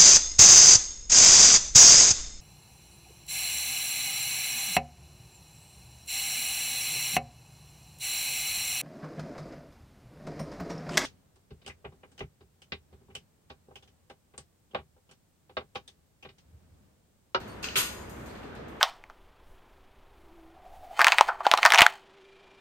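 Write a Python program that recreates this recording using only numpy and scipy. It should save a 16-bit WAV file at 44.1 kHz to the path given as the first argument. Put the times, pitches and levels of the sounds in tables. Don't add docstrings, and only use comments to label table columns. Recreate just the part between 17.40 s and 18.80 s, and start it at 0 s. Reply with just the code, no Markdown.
import sys
import numpy as np
from scipy.fft import rfft, irfft, next_fast_len
from scipy.io import wavfile
from scipy.ndimage import map_coordinates

SR = 44100
rng = np.random.default_rng(int(sys.argv[2]) if len(sys.argv) > 2 else 0)


def output_pcm(signal):
    pcm = np.clip(np.atleast_2d(signal).T, -1, 1) * 32767
    wavfile.write(sys.argv[1], SR, np.round(pcm).astype(np.int16))


N = 61739

# (frequency [Hz], level [dB])
AIR_SPECTRUM = [(12, -58), (20, -26), (54, -3.5), (129, -5), (140, -8.5), (219, -2.5), (266, -8), (298, -7),
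                (439, -6), (705, -11), (1630, -16), (3640, -30), (4430, -38.5), (5530, -42), (8170, -53),
                (15500, -74)]
# (frequency [Hz], correlation [clipped to -1..1])
ROOM_CORRELATION = [(40, 1), (125, 0.84), (250, 0.84), (600, 0), (1200, 0.28), (3000, 0), (8000, 0.7),
                    (12000, 0)]
CART_CORRELATION = [(100, 3), (400, 2.5), (1200, 0.27), (2000, 0), (3300, -0.41), (5500, 0), (8300, -0.44),
                    (10500, -0.68), (13000, 1.1)]
# (frequency [Hz], left minus right [dB])
CART_BALANCE = [(200, 2), (750, 1.5), (2000, 0), (3300, -1.5), (4600, 5.5), (6300, 8), (8300, 3.5),
                (10000, -0.5)]
# (time [s], level [dB], treble gain [dB])
JINGLE_CONTACTS = [(0, -47.5, -4), (.075, -57.5, 7), (.693, -64, 20), (.795, -60, 3), (.858, -55, 6.5),
                   (.95, -51.5, -14), (1.03, -54.5, -7.5), (1.15, -52, -7.5), (1.28, -76.5, 22.5)]
BRUSH_CONTACTS = [(.2282, -36, -0.5), (.2415, -37, 2.5), (.2505, -41, -9), (.2865, -41, -11)]
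CRACK_CONTACTS = [(.2424, -25, 2), (.3570, -18.5, -20), (.3588, -18.5, -21), (.3614, -23.5, -14),
                  (.3654, -16.5, -20), (.3728, -21, 3), (.3797, -26, -10), (.3885, -27, -12),
                  (.412, -29, -2)]
SLAM_CONTACTS = [(.3563, -28, -6.5), (0.3612, -30, -8), (0.3675, -28.5, 5.5), (0.3728, -31, 4.5),
                 (0.3797, -30.5, -4), (0.389, -34.5, 8.5)]
# (frequency [Hz], level [dB])
# jingle, brush and slam have a gap in the treble near 9.4 kHz
JINGLE_TONE = [(300, 2.5), (1500, -3.5), (2800, 0), (4500, -2), (5600, -10.5), (6800, -4.5), (7500, -13),
               (8200, -1), (9300, -14), (12500, -11), (15500, -26)]
BRUSH_TONE = [(100, -11), (700, -12.5), (1600, -3.5), (2200, -6.5), (2650, 3.5), (3550, -6.5), (4800, -1.5),
              (5600, -11.5), (6300, -4), (7600, -13), (8300, -6), (9500, -37), (13000, -17.5), (15500, -41)]
HINGE_TONE = [(1000, -14), (2000, 2), (2550, 3), (2850, -3), (3300, -13)]
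CRACK_TONE = [(200, -28), (800, -17), (1600, -3.5), (2900, 11.5), (4000, 5), (5000, -9), (8000, -11),
              (10000, -19), (15000, -36)]
SLAM_TONE = [(40, -22), (100, -15), (160, -16), (240, -8.5), (370, -3), (650, -8.5), (850, -9.5),
             (1150, 1.5), (2000, 1.5), (2900, 5.5), (4200, 0.5), (5100, 1), (5650, -7.5), (6500, 2.5),
             (7500, -6.5), (8300, 4.5), (9500, -16.5), (10600, 0), (12300, -9), (13900, -7.5), (15500, -34)]
# (time [s], level [dB], frequency [Hz], T60 [s], octave gain [dB])
PIVOT_CREAKS = [(.085, -51.5, 4480, 0.21, -5), (1.115, -38, 1556, .12, -21)]
# (time [s], level [dB], centre frequency [Hz])
WIRE_TICKS = [(0.2268, -43, 9000), (0.361, -24.5, 9000), (0.3668, -26, 9000), (0.378, -22, 12700),
              (0.385, -21.5, 10600), (1.151, -52.5, 8600)]
# (time [s], level [dB], frequency [Hz], T60 [s])
HINGE_KNOCKS = [(0.2421, -17, 2650, 0.0082), (0.2864, -18.5, 2870, 0.0071), (0.356, -21, 2770, 0.012),
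                (0.3615, -28, 2960, 0.01), (0.3642, -26, 3120, 0.014), (1.033, -47, 2660, 0.012)]
BASE_THUDS = [(0.356, -30.5, 388.7, 0.12), (0.376, -23.5, 138, 0.046), (0.438, -38, 61.5, 0.076)]
# (frequency [Hz], level [dB], T60 [s])
TUBE_MODES = [(996, -10.5, 0.99), (1234, 1, 0.14), (1333, -1.5, 0.28), (1448, -7.5, 0.74), (1858, -9, 0.58),
              (2465, -10, 0.46), (2550, -8, 0.32), (2650, -16, 0.25), (2805, -4.5, 0.39), (3150, 1, 0.28),
              (3171, -10, 0.36), (3260, 0, 0.24), (3700, -11, 0.35), (4170, -10, 0.28)]
WIRE_MODES = [(4970, -20, 0.22), (6627, -20, 0.22), (6971, -12, 0.8), (8220, -8, 0.47), (8399, -5, 0.38),
              (10700, -13, 0.23), (11660, -7, 0.21), (12660, -7, 0.37)]
# (time [s], level [dB], centre frequency [Hz], T60 [s])
CARPET_SCUFFS = [(.885, -55.5, 4340, 0.32), (1.031, -42, 2660, 0.056), (1.166, -57, 4060, 0.075)]
# (time [s], level [dB], peak frequency [Hz])
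FOOTFALLS = [(1.037, -36.5, 255), (1.192, -30, 290)]


def amp(db):
    return 10 ** (np.asarray(db) / 20)


def unit_rms(x):
    return x / np.sqrt(np.mean(x ** 2) + 1e-20)


def along(points, hz):
    frequencies, values = np.transpose(points)
    return np.interp(np.log(hz + 1), np.log(frequencies + 1), values)


def filtered(x, response):
    size = next_fast_len(N + 8192)
    return irfft(rfft(x, size) * response(np.fft.rfftfreq(size, 1 / SR)), size)[..., :N]


def wobble(rate):
    return map_coordinates(rng.standard_normal(256), [np.arange(N) * rate / SR], mode="wrap")


def stereo_angle(correlation, hz):
    return np.arccos(np.clip(along(correlation, hz), -1, 1)) / 2


def noise(spectrum, correlation):
    def response(hz):
        angle = stereo_angle(correlation, hz)
        return amp(along(spectrum, hz)) * [np.cos(angle), np.sin(angle)]
    mid, side = filtered(rng.standard_normal((2, N)), response)
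    return unit_rms(np.array([mid + side, mid - side]))


def band(hz):
    return [(hz / 4, -35), (hz / 1.28, -12), (hz, 0), (hz * 1.28, -12), (hz * 3, -35)]


def since(start):
    return np.maximum(np.arange(N) / SR - start, 0)


def struck(start, rise, t60):
    t = since(start)
    return (1 - np.exp(-t / rise)) * np.exp(-np.log(1000) * t / t60)


def basket_response():
    spacing_hz, depth_db = 30, 2.8
    peaks = rng.standard_normal(1024)
    def response(hz):
        ripple = np.clip(map_coordinates(peaks, [hz / spacing_hz]), -2, 2)
        return amp(depth_db * ripple * hz / (hz + 1500))
    return response


def wires(contacts, tone, basket, body, treble, room_db, room_t60):
    crossover_hz = 5470
    out = np.zeros((2, N))
    for start, db, treble_db in contacts:
        ring = unit_rms(filtered(noise(tone, CART_CORRELATION), basket))
        lows = filtered(ring, lambda hz: 1 / (1 + (hz / crossover_hz) ** 6))
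        highs = amp(treble_db) * (ring - lows)
        room = amp(room_db) * struck(start, 0.055, room_t60)
        out += amp(db) * lows * np.hypot(struck(start, *body), room)
        out += amp(db) * highs * np.hypot(struck(start, *treble), room)
    return out


def ringing(start, modes, rise):
    out = np.zeros((2, N))
    for hz, db, t60 in modes:
        spread = stereo_angle(CART_CORRELATION, hz) * np.array([[1], [-1]])
        phase = 2 * np.pi * (hz * since(start) + rng.random())
        jitter = .5 * wobble(50) + .3 * np.array([wobble(40), wobble(40)])
        envelope = amp(db + 3 * wobble(36.6)) * struck(start, rise, t60)
        out += envelope * np.sin(phase + jitter + spread)
    return out


def ventilation(hum_hz=66):
    phase = 2 * np.pi * hum_hz * since(0) + .6 * wobble(7)
    hum = np.sqrt(2) * np.sin(phase) * amp(2.5 * wobble(8))
    return amp(-43.5) * noise(AIR_SPECTRUM, ROOM_CORRELATION) + amp(-58) * hum


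def jingles(basket):
    return wires(JINGLE_CONTACTS, JINGLE_TONE, basket,
                 body=(0.0012, 0.45), treble=(0.0015, 0.24), room_db=-4, room_t60=1.0)


def creaks(wander_hz=69):
    out = np.zeros(N)
    for start, db, hz, t60, octave_db in PIVOT_CREAKS:
        phase = 2 * np.pi * np.cumsum(hz + wander_hz * wobble(170)) / SR
        envelope = amp(db + 2.8 * wobble(150)) * struck(start, 0.014, t60)
        out += envelope * (np.sin(phase) + amp(octave_db) * np.sin(2 * phase))
    return out


def ticks():
    return sum(amp(db) * struck(start, rise=0.00042, t60=0.017) * noise(band(hz), CART_CORRELATION)
               for start, db, hz in WIRE_TICKS)


def brush(basket):
    return wires(BRUSH_CONTACTS, BRUSH_TONE, basket,
                 body=(0.00073, 0.3), treble=(0.00035, 0.23), room_db=-8, room_t60=0.97)


def knocks(lag_s=.00004, pan_db=-1.0):
    out = np.zeros((2, N))
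    for start, db, hz, t60 in HINGE_KNOCKS:
        for ear, arrival in enumerate([start, start + lag_s]):
            phase = 2 * np.pi * hz * since(arrival)
            note = np.sin(phase) + amp(-10.5) * np.sin(2 * phase)
            out[ear] += amp(db) * struck(arrival, 0.00048, t60) * note
    return out * amp([[pan_db / 2], [-pan_db / 2]])


def hinge_ring():
    ring = amp(-39) * ringing(HINGE_KNOCKS[0][0], TUBE_MODES, rise=0.0011)
    return filtered(ring, lambda hz: amp(along(HINGE_TONE, hz)))


def cracks(basket):
    return wires(CRACK_CONTACTS, CRACK_TONE, basket,
                 body=(0.0004, 0.017), treble=(0.00028, 0.0092), room_db=-21, room_t60=0.3)


def thuds():
    return sum(amp(db) * struck(start, 0.0064, t60) * np.sin(2 * np.pi * hz * since(start))
               for start, db, hz, t60 in BASE_THUDS)


def slam(basket):
    return wires(SLAM_CONTACTS, SLAM_TONE, basket,
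                 body=(0.00093, 0.39), treble=(0.0011, 0.3), room_db=-16.5, room_t60=0.82)


def tube_ring():
    return amp(-33.5) * ringing(SLAM_CONTACTS[0][0], TUBE_MODES, rise=0.0037)


def wire_ring():
    return amp(-30.5) * ringing(start=.367, modes=WIRE_MODES, rise=.002)


def scuffs():
    return sum(amp(db) * struck(start, 0.011, t60) * noise(band(hz), ROOM_CORRELATION)
               for start, db, hz, t60 in CARPET_SCUFFS)


def footfalls():
    out = np.zeros((2, N))
    for start, db, hz in FOOTFALLS:
        spectrum = [(20, -25), (hz, 0), (2 * hz, -5), (5 * hz, -25), (15000, -70)]
        out += amp(db) * struck(start, rise=0.0047, t60=0.049) * noise(spectrum, ROOM_CORRELATION)
    return out


def scene():
    basket = basket_response()
    steel = jingles(basket) + ticks() + brush(basket) + knocks() + hinge_ring() + cracks(basket)
    steel += thuds() + slam(basket) + tube_ring() + wire_ring()
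    cart = filtered(steel, lambda hz: amp(along(CART_BALANCE, hz) * np.array([[.5], [-.5]])))
    return ventilation() + cart + creaks() + scuffs() + footfalls()


def record(dry):
    return filtered(dry, lambda hz: hz < 15700)


dry = scene()
out = record(dry)
output_pcm(out)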